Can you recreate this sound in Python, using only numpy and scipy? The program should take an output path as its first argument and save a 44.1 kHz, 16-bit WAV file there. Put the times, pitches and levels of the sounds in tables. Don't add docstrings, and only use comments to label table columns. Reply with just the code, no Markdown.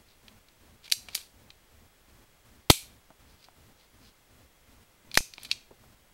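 import sys
import numpy as np
from scipy import signal
from scipy.fft import rfft, irfft, next_fast_len
from scipy.io import wavfile
from scipy.ndimage import uniform_filter1d, map_coordinates

SR = 44100
rng = np.random.default_rng(int(sys.argv[2]) if len(sys.argv) > 2 else 0)


def int16_out(signal):
    q = np.round(np.clip(np.atleast_2d(signal).T, -1, 1) * 32767)
    wavfile.write(sys.argv[1], SR, q.astype(np.int16))


N = 270419


def amp(db):
    return 10 ** (np.asarray(db) / 20)


def unit(x):
    return x / np.sqrt(np.mean(x ** 2) + 1e-20)


def along(points, hz):
    freqs, values = np.transpose(points)
    return np.interp(np.log(hz + 1), np.log(freqs + 1), values)


def resonances(modes, hz):
    return sum(amp(2 * db) / (1 + (2 * (hz - pitch) / width) ** 2) for pitch, width, db in modes)


def filtered(x, response):
    size = next_fast_len(len(x) + SR // 2)
    return irfft(rfft(x, size) * response(np.fft.rfftfreq(size, 1 / SR)), size)[:len(x)]


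def causal(gain):
    cepstrum = irfft(np.log(np.maximum(gain, 1e-6)))
    half = len(cepstrum) // 2
    cepstrum[1:half] *= 2
    cepstrum[half + 1:] = 0
    return np.exp(rfft(cepstrum))


def noise(spectrum):
    return unit(filtered(rng.standard_normal(N), lambda hz: amp(along(spectrum, hz))))


def wobble(rate):
    return map_coordinates(rng.standard_normal(int(N * rate / SR) + 4), [np.arange(N) * rate / SR])


def add(track, start_s, sound):
    part = track[round(start_s * SR):][:len(sound)]
    part += sound[:len(part)]


# freq_hz, level_db
HISS_EQ = [(20, -1), (70, -6.5), (250, -14), (500, -14.5), (1100, -17.5), (2200, -19.5), (4500, -23.5),
           (9000, -26.5), (15500, -27.5)]
# freq_hz, level_db
RUMBLE_EQ = [(20, -24), (45, -5), (72, 2), (120, -6.5), (165, -17.5), (220, -6.5), (350, -17), (800, -21.5),
             (3000, -29.5), (15000, -36)]
# pitch_hz, rms_db
WHINES = [(2078, -82.5), (3311, -83), (7870, -86), (15735, -76.5)]


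def electronics(hiss_db=-62, rumble_db=-59.5, drift_hz=4):
    t = np.arange(N) / SR
    start_s, period_s, on_s = .228, .3705, .165
    gate = uniform_filter1d(((t - start_s) % period_s < on_s) * 1., size=300)
    rumble = noise(RUMBLE_EQ)
    rumble /= np.sqrt(np.abs(uniform_filter1d(rumble ** 2, size=1500)))
    whine = np.zeros(N)
    for pitch_hz, rms_db in WHINES:
        cycles = np.cumsum(pitch_hz + drift_hz * wobble(20)) / SR
        whine += amp(rms_db) * np.sqrt(2) * np.sin(2 * np.pi * cycles)
    return amp(hiss_db) * noise(HISS_EQ) + amp(rumble_db) * gate * rumble + whine


# freq_hz, level_db
FRICTION_EQ = [(300, -19.5), (1800, -7.5), (2600, -5.5), (4600, -0.5), (6000, -10), (8000, -15.5),
               (16000, -23)]
# centre_s, half_length_s, level_db, squeak_hz
STROKES = [(.11, 0.025, -66.5, 4060), (.855, 0.013, -52, 3800), (1.17, 0.058, -53.5, 4200),
           (3.312, .05, -70.5, 4880), (3.429, 0.028, -65, 4710), (3.819, 0.036, -68.5, 4180),
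           (4.06, 0.031, -63, 5100), (5.141, 0.017, -59.5, 4200), (5.431, 0.055, -57.5, 4070),
           (5.51, 0.0096, -53, 2580)]


def rubs(squeak_width_hz=400, squeak_db=7, broadband_power=5):
    out, t = np.zeros(N), np.arange(N) / SR
    friction = unit(noise(FRICTION_EQ) * amp(3 * wobble(600)))
    for centre_s, half_s, level_db, squeak_hz in STROKES:
        near = np.abs(t - centre_s) < 4 * half_s
        squeak = [(squeak_hz, squeak_width_hz, squeak_db)]
        stroke = filtered(friction[near], lambda hz: np.sqrt(broadband_power + resonances(squeak, hz)))
        swell = np.exp(-.5 * ((t[near] - centre_s) / half_s) ** 2)
        out[near] += amp(level_db) * swell * unit(stroke)
    return out


# pitch_hz, width_hz, level_db
SHELL_MODES = [(2390, 310, 0.5), (3160, 400, -5.5), (3480, 900, -7.5), (4100, 660, -3), (4710, 550, -5.5),
               (5720, 190, -8.5), (6300, 400, -7), (8800, 700, -12.5), (10200, 1100, -12.5),
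               (11500, 700, -13)]
# freq_hz, level_db
CRACK_EQ = [(30, -32.5), (300, -25.5), (1100, -22), (1950, -13), (2400, -9.5), (4500, -10.5), (7300, -12.5),
            (11500, -9.5), (16000, -23)]


def click(pitch_hz, body_db, treble_db, t60_s, impact=2.7, part_db=8):
    size, rise_s, part_octaves, body_hz, treble_hz = 4096, .00016, .27, 1500, 7000
    t, hz = np.arange(size) / SR, np.fft.rfftfreq(size, 1 / SR)
    force = rng.standard_normal(size) * amp(-60 * t / t60_s)
    force *= 1 - np.exp(-t / rise_s)
    force[0] -= impact
    drive = rfft(force)
    flatten = 1 / np.sqrt(uniform_filter1d(np.abs(drive) ** 2, size=70))
    plastic = np.sqrt(resonances(SHELL_MODES, hz) + amp(2 * along(CRACK_EQ, hz)))
    bell = part_db * np.exp(-.5 * (np.log2((hz + 1) / pitch_hz) / part_octaves) ** 2)
    low_shelf = body_db / (1 + (hz / body_hz) ** 4)
    high_shelf = treble_db / (1 + (treble_hz / (hz + 1)) ** 6)
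    sound = irfft(drive * causal(flatten * plastic * amp(bell + low_shelf + high_shelf)))
    return sound / np.sqrt(np.sum(sound ** 2) * 1000 / SR)


def tick(pitch_hz, treble_db, t60_s):
    body_db = 1.5 - 22 * np.log2(pitch_hz / 4000)
    return click(pitch_hz, body_db, treble_db, t60_s, impact=2.4, part_db=6)


# freq_hz, t60_s
ROOM_DECAY = [(300, .15), (2400, .36), (4500, .35), (8000, 0.29), (15000, 0.35)]
# pitch_hz, width_hz, level_db
TAIL_MODES = [(2460, 290, 2), (4200, 860, -2.5), (5760, 220, -.5), (8550, 800, -2.5)]
# delay_s, level_db
SLAPS = [(.0046, -16), (.0098, -17), (0.0143, -17)]
# freq_hz, gain_db
ROOM_EQ = [(100, -13), (1000, -11), (1850, -14), (2350, -7.5), (4500, -9), (7500, 6), (10000, -0.5),
           (16000, -0.5)]


def room(sound, tail_db=-12, early_db=-17, early_t60_s=.035, predelay_s=.0023):
    hz, t, bands = signal.stft(rng.standard_normal(SR // 2), SR, nperseg=256)
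    decay = amp(-60 * t / along(ROOM_DECAY, hz)[:, None])
    tail = signal.istft(bands * decay, SR, nperseg=256)[1]
    tail = filtered(tail / np.linalg.norm(tail), lambda hz: np.sqrt(1 + resonances(TAIL_MODES, hz)))
    t = np.arange(len(tail)) / SR
    early = rng.standard_normal(len(t)) ** 3 * amp(-60 * t / early_t60_s)
    response = amp(tail_db) * tail + amp(early_db) * early / np.linalg.norm(early)
    response = np.pad(response, (round(predelay_s * SR), 0))
    for delay_s, level_db in SLAPS:
        add(response, delay_s, amp([level_db]))
    response = filtered(response, lambda hz: amp(along(ROOM_EQ, hz)))
    response[0] += 1
    return signal.fftconvolve(sound, response)


def snags(count=9, per_s=99, over_rub_db=9.5, scatter_db=2):
    out = np.zeros(N)
    for centre_s, half_s, level_db, squeak_hz in STROKES:
        for k, (jitter, strength) in enumerate(rng.standard_normal((count, 2))):
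            offset_s = (k - count // 2 + jitter / 4) / per_s
            swell = np.exp(-.5 * (offset_s / half_s) ** 2)
            force = amp(level_db + over_rub_db + scatter_db * strength) * swell
            add(out, max(centre_s + offset_s, 0), force * tick(squeak_hz, treble_db=-7.5, t60_s=.025))
    return room(out)[:N]


# start_s, level_db, pitch_hz, treble_db, t60_s
LOOSE_TICKS = [(0.2816, -40, 3350, -13, 0.022), (.485, -49.5, 3900, -9, 0.02),
               (0.8788, -39.5, 2750, -5.5, .013), (.8999, -37.5, 5390, -2, 0.022),
               (1.0858, -32.5, 2700, -7.5, 0.029), (1.1763, -33, 3500, -2, 0.014),
               (1.504, -39, 3950, -17, .014), (3.442, -43.5, 4780, -9, 0.052),
               (5.115, -34.5, 3930, -13.5, .012), (5.337, -34.5, 4930, -10.5, 0.015),
               (5.3811, -34, 2900, -32, .006), (5.433, -35.5, 11000, 3, .01),
               (5.4486, -30.5, 3800, -4, 0.044)]


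def loose_parts():
    out = np.zeros(N)
    for start_s, level_db, pitch_hz, treble_db, t60_s in LOOSE_TICKS:
        add(out, start_s, amp(level_db) * room(tick(pitch_hz, treble_db, t60_s)))
    return out


# land_s, level_db, pitch_hz, body_db, treble_db, t60_s, catch_lead_s, catch_relative_db, catch_pitch_hz
SPRING_SNAPS = [(0.9219, -8, 4550, -5.5, 0.5, 0.012, .0054, -15, 3150),
                (1.151, -16, 4900, -1, 7, 0.026, 0.0034, -12.5, 6070),
                (2.7007, 0, 4110, 7, 2, 0.0058, .0016, -14, 3777),
                (2.7032, -2.5, 3500, 10.5, 5.5, 0.012, .0019, -13, 2895),
                (5.153, -20.5, 4150, -3, -2, 0.013, .0097, -4, 4300),
                (5.1741, -6.5, 5370, 6, -1, 0.013, .0011, -16, 2630),
                (5.5147, -14, 4300, -11, -15.5, 0.013, .0012, -3.5, 2480)]


def snaps(echo_s=.0123, echo_db=-23.5):
    out = np.zeros(N)
    for land_s, level_db, pitch_hz, body_db, treble_db, t60_s, lead_s, catch_db, catch_hz in SPRING_SNAPS:
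        catch = click(catch_hz, body_db - 2, treble_db + 3.5, t60_s=.012)
        add(out, land_s - lead_s, amp(level_db + catch_db) * room(catch))
        for delay_s, drop_db in [(0, 0), (echo_s, echo_db)]:
            snap = click(pitch_hz, body_db, treble_db, t60_s)
            add(out, land_s + delay_s, amp(level_db + drop_db) * room(snap))
    return out


# start_s, level_db, pitch_hz, t60_s
FINGER_TAPS = [(1.0865, -43, 814, 0.059), (3.1045, -42, 637, 0.057), (3.4859, -41.5, 721, .021),
               (5.383, -38, 640, 0.025), (5.709, -38.5, 393, 0.087), (5.838, -45, 790, 0.025)]


def taps(ring=.32, scuff=.4):
    out, t = np.zeros(N), np.arange(SR // 10) / SR
    for start_s, level_db, pitch_hz, t60_s in FINGER_TAPS:
        flesh = unit(filtered(rng.standard_normal(len(t)), lambda hz: 1 / (1 + (hz / (2 * pitch_hz)) ** 4)))
        tone = np.sin(2 * np.pi * pitch_hz * t)
        add(out, start_s, amp(level_db - 60 * t / t60_s) * (ring * tone + scuff * flesh))
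    return out


def cavity_pop(modes):
    t = np.arange(SR // 20) / SR
    return sum(amp(db - 60 * t / t60_s) * np.sin(2 * np.pi * hz * t) for hz, db, t60_s in modes)


# start_s, length_s, peak_amplitude
THUMP_PULSES = [(2.7008, .0017, -.75), (2.7046, .0027, .48)]
# pitch_hz, level_db, t60_s
CHAMBER_MODES = [(420, -10, .014), (980, -3, .013), (1290, -5, .01), (1980, -5.5, 0.007)]


def shot(pop_s=2.7021):
    out, t = np.zeros(N), np.arange(SR // 20) / SR
    for start_s, length_s, peak in THUMP_PULSES:
        pulse = np.sqrt(np.abs(np.sin(np.pi * t / length_s))) * (t < length_s)
        add(out, start_s, peak * pulse)
    add(out, pop_s, cavity_pop(CHAMBER_MODES))
    return out


# pitch_hz, level_db, t60_s
SLIDE_MODES = [(670, -4.5, 0.0021), (1884, 7.5, 0.0031)]


def slide_slam(slam_s=5.1747, hang_s=.0317, offset_db=-29.5):
    t = np.arange(N) / SR
    out = amp(offset_db) * ((t > slam_s) & (t < slam_s + hang_s))
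    add(out, slam_s, cavity_pop(SLIDE_MODES))
    return out


def scene():
    pistol = snaps() + loose_parts() + shot() + slide_slam()
    handling = taps() + rubs() + snags()
    return (pistol + handling + electronics())[None]


def record(dry):
    ceiling, hardness, cutoff_hz = .76, 4, 15850
    clipped = dry[0] / (1 + np.abs(dry[0] / ceiling) ** hardness) ** (1 / hardness)
    return filtered(clipped, lambda hz: 1 / (1 + (hz / cutoff_hz) ** 120))[None]


dry = scene()
out = record(dry)
int16_out(out)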